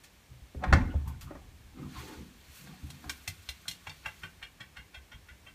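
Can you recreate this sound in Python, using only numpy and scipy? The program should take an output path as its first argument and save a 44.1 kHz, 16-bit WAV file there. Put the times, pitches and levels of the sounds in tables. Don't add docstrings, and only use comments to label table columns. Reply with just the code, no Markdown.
import sys
import numpy as np
from scipy import signal
from scipy.fft import rfft, irfft
from scipy.io import wavfile
from scipy.ndimage import uniform_filter1d

SR = 44100
rng = np.random.default_rng(int(sys.argv[2]) if len(sys.argv) > 2 else 0)


def dump(signal):
    limited = np.clip(np.atleast_2d(signal).T, -1, 1)
    pcm = np.round(limited * 32767).astype(np.int16)
    wavfile.write(sys.argv[1], SR, pcm)


N = 244314

# (690-1770 Hz, relative to the peak)
CLAW_LANDINGS = [(2.6734, -55, 3950, 9), (2.9045, -39, 4460, -6), (3.0425, -51.5, 2800, 12),
                 (3.0973, -24.5, 2200, -22), (3.2785, -23.5, 2700, -13), (3.491, -27, 3040, -10),
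                 (3.6567, -55.5, 2280, 13), (3.683, -26, 4000, -18), (3.7132, -34, 3250, -22),
                 (3.871, -31, 2200, -2), (3.8962, -35.5, 3300, -4), (4.0598, -25, 1960, -11),
                 (4.235, -30.5, 1990, -17), (4.428, -32, 2380, -20), (4.6057, -36, 2500, -14),
                 (4.7682, -36, 2140, -17), (4.9444, -39, 2500, -8), (5.118, -41.5, 2260, -15),
                 (5.2856, -44.5, 2280, -26), (5.4658, -45.5, 2200, -10)]
# hiss_db (relative to the peak), rise_ms, decay_ms, top_edge (multiple of the centre)
SKID_IN_SIGHT = (-4.5, 1.0, 4.5, 2)
SKID_BEHIND_POST = (-19, 2, 5.5, 1.55)
# pitch_hz, level_db, t60_s
FLOOR_MODES = [(1150, -2, .025), (1620, 0, .02), (2040, 0, .03), (2330, 1, .03), (2800, 0, .03),
               (3280, -1, .025), (3720, -3, .025), (4300, -2, .025), (5600, -5, .02)]
# land_s, peak_db, lowest_ring_hz
WEIGHT_LANDINGS = [(0.305, -45, 73.3), (0.423, -43.5, 59), (0.563, -31.5, 68), (0.68, -21.5, 65.8),
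                   (0.725, -17, 77.5), (0.954, -19.5, 73.7), (1.068, -29.5, 72.5), (1.246, -38.5, 81.7),
                   (1.795, -40, 140.5), (1.849, -38.5, 83), (1.971, -37.5, 69.6), (2.181, -39.5, 69),
                   (2.485, -48.5, 67), (2.837, -33.5, 76.5), (3.063, -39.5, 68.1), (3.283, -36.5, 93),
                   (3.491, -41, 65.44), (3.683, -44.5, 101.5), (3.876, -41, 90), (4.057, -45, 60.4),
                   (4.234, -42.5, 98.2), (4.431, -50, 52.7), (4.605, -47, 114.7), (4.784, -46.5, 56.3),
                   (4.974, -44.5, 63.4), (5.146, -43, 58.2), (5.313, -47, 63.5), (5.468, -62, 53.7)]
# multiple of the lowest ring, level_db, t60_s
BOARD_MODES = [(1, 4.5, 0.18), (1.7, -8, 0.28), (2.7, -13.5, 0.14), (3.8, -22, 0.19)]
# start_s, peak_db, crack_db (relative to the peak), centre_hz, rattle_decay_ms
DOOR_KNOCKS = [(0.548, -35, -35, 400, 2.9), (.625, -32.5, -31, 920, 24), (0.638, -21.5, -47, 1760, 8.2),
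               (.727, -9, -44, 1800, 6.3), (.735, -13.5, -6.5, 1870, 5.8), (0.94, -34.5, -21, 607, 6.3),
               (1.308, -32, -49, 910, 8.1), (1.353, -39, -15, 870, 7)]
# pitch_hz, level_db, t60_s
DOOR_MODES = [(400, 1, .06), (570, -4, .05), (790, -3, .04), (900, -2, .04), (1030, -3, .04),
              (1270, 0, .035), (1490, -2, .03), (1950, 5, .035), (2090, 5, .035), (2270, 2, .03),
              (2600, -2, .025)]
# start_s, peak_db, centre_hz, rise_and_decay_ms
RAIL_RUBS = [(1.06, -40.5, 934, 17.6), (1.099, -51, 920, 6.4), (1.203, -55, 1030, 10)]
# full_load_s, hold_s, rumble_db, centre_hz, scrape_db
WOOD_SLIDES = [(0.634, 0.066, -40.5, 174, -47.5), (0.743, 0.0064, -27, 212, -41),
               (0.886, 0.044, -51, 203, -56.5), (1.076, 0.021, -52, 161, -61),
               (1.281, 0.057, -54, 226, -58), (1.779, 0.074, -46, 237, -58.5),
               (1.956, 0.03, -58.5, 193, -53), (2.027, 0.1, -51.5, 336, -57.5),
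               (2.196, 0.033, -51, 216, -90), (2.624, 0.018, -52.5, 178, -70.5),
               (2.675, 0.027, -54.5, 177, -62.5), (2.828, 0.14, -57.5, 177, -70),
               (3.044, 0.017, -51.5, 231, -57.5)]
WALK_SWISH = 2.5, 1.72, -62.5, -6, 35, 57
# firmest_s, level_db, high_db (relative), rise_and_fall_db_per_s
COAT_RUBS = [(2.007, -50, -7.5, 104), (2.15, -59.5, -12, 138), (2.573, -57.5, 2.5, 252),
             (2.7, -66.5, -35, 203), (3.15, -68.5, 2.5, 69)]
# start_s, peak_db, high_db (bright part, relative), decay_ms
COAT_FLICKS = [(0.034, -42.5, -12, 19), (1.074, -45.5, 1.5, 14), (1.207, -40, -2.5, 24)]
# peak_s, level_db, rise_db_per_s, fall_db_per_s
HOUSE_SHAKES = [(.74, -22, 342, 90), (1.1, -50, 350, 13)]
# frequency_hz, relative_level_db
HUSH_SHAPE = [(59, -46), (100, -23), (146, -6.5), (319, -12.5), (477, -16), (682, -17.5), (1130, -18),
              (1430, -20.5), (1760, -16.5), (1920, -19.5), (2220, -16.5), (2810, -19.5), (15500, -30.5)]
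# centre_hz, t60_s
ROOM_DECAY = [(125, 0.38), (350, 0.23), (1000, 0.19), (2800, 0.17), (7000, 0.094), (13000, 0.15)]
# centre_hz, width_hz, depth (0-1)
PORT_DIPS = [(4880, 210, 0.4), (10500, 520, 0.57)]

HIDDEN_S = 3.8
BLUR_MS_PER_S = 0.83
BRUSH_IN_SIGHT_DB, BRUSH_BEHIND_POST_DB = -24, -14
SLIDE_RISE_DB_PER_S, SLIDE_FALL_DB_PER_S = 497, 151
HUSH_DB, SHUDDER_DB, ROOM_DB = -61.5, -62.5, -7.5
FURTHER_DB, FURTHER_DB_PER_S, LEAVES_S = -3, 6, 2.93
TOP_HZ = 15300


def undb(db):
    return 10 ** (np.asarray(db) / 20)


def unit(x):
    return x / np.sqrt(np.mean(x ** 2))


def peak(x, db):
    return x * undb(db) / np.abs(x).max()


def band(x, lo_hz, hi_hz, order=2):
    edges = [lo_hz, min(hi_hz, .45 * SR)]
    return signal.sosfilt(signal.butter(order, edges, "band", fs=SR, output="sos"), x)


def add(out, start_s, x):
    i = int(start_s * SR)
    out[i:i + len(x)] += x[:N - i]


def swell(s, hold_s, db, rise_db_per_s, fall_db_per_s):
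    t = np.arange(N) / SR - s
    rise = rise_db_per_s * np.clip(-t, 0, None)
    fall = fall_db_per_s * np.clip(t - hold_s, 0, None)
    return undb(db - rise - fall)


def ring(modes, spread_db, scatter, scale=1.):
    hz, db, t60 = np.transpose(modes)[:, :, None]
    t = np.arange(SR // 3) / SR
    shift, weight = rng.standard_normal((2, len(modes), 1))
    pitch_hz = scale * hz * (1 + scatter * shift)
    waves = np.sin(2 * np.pi * pitch_hz * t) * undb(-60 * t / t60)
    return np.sum(undb(db + spread_db * weight) * waves, axis=0)


def chatter(rise_ms, decay_ms, grit_db):
    n = 8192
    t_ms = np.arange(n) * 1000 / SR
    sizes = undb(grit_db * np.minimum(rng.exponential(size=n), 3))
    rise = (1 - np.exp(-t_ms / max(rise_ms, .3))) ** 2
    return rng.standard_normal(n) * sizes * rise * np.exp(-t_ms / max(decay_ms, 1))


def struck(contacts, modes, share):
    rung = signal.fftconvolve(contacts, ring(modes, spread_db=2.0, scatter=.02))[:len(contacts)]
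    return unit(contacts) + share * unit(rung)


def grit(db, clump_ms):
    k = int(clump_ms * SR / 1000)
    sizes = np.minimum(rng.exponential(size=N // k + 1), 3)
    clumps = uniform_filter1d(np.repeat(sizes, k)[:N], k // 2)
    return rng.standard_normal(N) * undb(db * (clumps + .5 * rng.exponential(size=N)))


def claws():
    out = np.zeros(N)
    for s, db, hz, knock_db in CLAW_LANDINGS:
        in_sight = s < HIDDEN_S
        hiss_db, rise_ms, decay_ms, top_edge = SKID_IN_SIGHT if in_sight else SKID_BEHIND_POST
        brush_db = BRUSH_IN_SIGHT_DB if in_sight else BRUSH_BEHIND_POST_DB
        blur_ms = BLUR_MS_PER_S * max(s - HIDDEN_S, 0)
        skid = chatter(rise_ms + blur_ms, decay_ms, grit_db=1.5)
        wood = struck(skid, FLOOR_MODES, 0.7)
        body = band(wood, hz / 1.67, hz * top_edge) + 1.2 * band(skid, hz / 1.2, hz * 1.2)
        flank = band(wood, 3250, 5540)
        knock = band(wood, 690, 1770)
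        hiss = band(skid + 1.1 * chatter(1.0, 14.8, grit_db=4.0), 2900, 10100, order=1)
        landing = peak(body, db) + peak(flank, db + hiss_db - 2.0)
        landing = landing + peak(knock, db + knock_db) + peak(hiss, db + hiss_db)
        add(out, s - .003, landing)
        brush = band(chatter(0.45, 9.8, grit_db=5.0)[::-1], 950, 2270)
        add(out, s - len(brush) / SR, peak(brush, db + brush_db))
    return out


def thuds(contact_ms=3.6):
    out = np.zeros(N)
    for s, db, hz in WEIGHT_LANDINGS:
        boards = ring(BOARD_MODES, spread_db=4.5, scatter=0.011, scale=hz)
        t_ms = np.arange(len(boards)) * 1000 / SR
        rise = (1 - np.exp(-t_ms / contact_ms)) ** 2
        add(out, s - .004, peak(boards * rise, db))
    return out


def knocks():
    out = np.zeros(N)
    for s, db, crack_db, hz, decay_ms in DOOR_KNOCKS:
        shiver = chatter(6.0, 58.0, grit_db=2.0)
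        rattle = chatter(0.83, decay_ms, grit_db=4.0) + 0.1 * shiver
        wood = band(struck(rattle, DOOR_MODES, 0.31), hz / 3.4, hz * 1.17)
        crack = 1.5 * band(rattle, 1800, 6200) + band(rattle, 4800, 4900)
        crack = crack + 0.19 * band(rattle, 6200, 16200)
        add(out, s - .0015, peak(wood, db) + peak(crack, db + crack_db))
    return out


def rail_rubs():
    out = np.zeros(N)
    for s, db, hz, ms in RAIL_RUBS:
        add(out, s, peak(band(chatter(ms, ms, grit_db=2.5), hz / 1.06, hz * 1.15), db))
    return out


def slides():
    centres = 150 * 1.26 ** np.arange(6)
    hollows = [unit(band(grit(0.96, clump_ms=20.), c / 1.06, c * 1.096)) for c in centres]
    hollows = np.array(hollows)
    scrape, out = 0, 0
    for c in 750 * 1.18 ** np.arange(11):
        weight = (1500 / (c + 850)) ** 1.6
        scrape = scrape + weight * unit(band(grit(6.3, clump_ms=25.), c / 1.06, c * 1.074))
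    for s, hold_s, rumble_db, hz, scrape_db in WOOD_SLIDES:
        rumble = (np.exp(-(np.log(hz / centres) / 0.33) ** 2) + 0.15) @ hollows
        load = swell(s, hold_s, 0, SLIDE_RISE_DB_PER_S, SLIDE_FALL_DB_PER_S)
        out = out + load * (unit(rumble) * undb(rumble_db) + unit(scrape) * undb(scrape_db))
    return out


def rustle():
    fibres = grit(2.0, clump_ms=16.0)
    centres = 1100 * 1.25 ** np.arange(7)
    patches = sum(band(grit(3.0, clump_ms=22.), c / 1.12, c * 1.12) for c in centres)
    low = unit(unit(band(fibres, 1210, 7800)) + 0.89 * unit(patches))
    high = unit(band(fibres, 4600, 14540))
    s, hold_s, db, high_db, rise_db_per_s, fall_db_per_s = WALK_SWISH
    out = (low + high * undb(high_db)) * swell(s, hold_s, db, rise_db_per_s, fall_db_per_s)
    for s, db, high_db, slope_db_per_s in COAT_RUBS:
        out += (low + high * undb(high_db)) * swell(s, 0, db, slope_db_per_s, slope_db_per_s)
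    for s, db, high_db, decay_ms in COAT_FLICKS:
        flick = chatter(2.3, decay_ms, grit_db=2.5)
        add(out, s, peak(band(flick, 930, 8300), db) + peak(band(flick, 5700, 15500), db + high_db))
    return out


def background():
    f = np.arange(1, N // 2 + 2) * SR / N
    hz, db = np.transpose(HUSH_SHAPE)
    shape = undb(np.interp(np.log(f), np.log(hz), db))
    hush = irfft(rfft(rng.standard_normal(N)) * shape, N)
    shudder = band(rng.standard_normal(N), 47, 88)
    jolt = band(rng.standard_normal(N), 31, 92)
    shaken = sum(swell(s, 0, db, rise, fall) for s, db, rise, fall in HOUSE_SHAKES)
    return unit(hush) * undb(HUSH_DB) + unit(shudder) * undb(SHUDDER_DB) + unit(jolt) * shaken


def room(x, sent):
    t = np.arange(SR // 2) / SR
    tail = 0
    for hz, t60 in ROOM_DECAY:
        tail = tail + band(rng.standard_normal(len(t)), hz / 1.62, hz * 2.05) * undb(-60 * t / t60)
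    tail = tail * np.clip(t / 0.0023, 0, 1)
    tail = tail / np.sqrt(np.sum(tail ** 2))
    return x + undb(ROOM_DB) * signal.fftconvolve(sent, tail)[:N]


def scene():
    steps = claws()
    near = thuds() + knocks() + rail_rubs() + slides() + rustle()
    away_s = np.clip(np.arange(N) / SR - LEAVES_S, 0, None)
    further = undb(FURTHER_DB + FURTHER_DB_PER_S * away_s)
    return (room(near + steps, near + further * steps) + background())[None]


def record(dry):
    for hz, width_hz, depth in PORT_DIPS:
        dry = dry - depth * band(dry, hz - width_hz / 2, hz + width_hz / 2, order=1)
    return signal.sosfilt(signal.ellip(10, .2, 70, TOP_HZ, fs=SR, output="sos"), dry)


dry = scene()
out = record(dry)
dump(out)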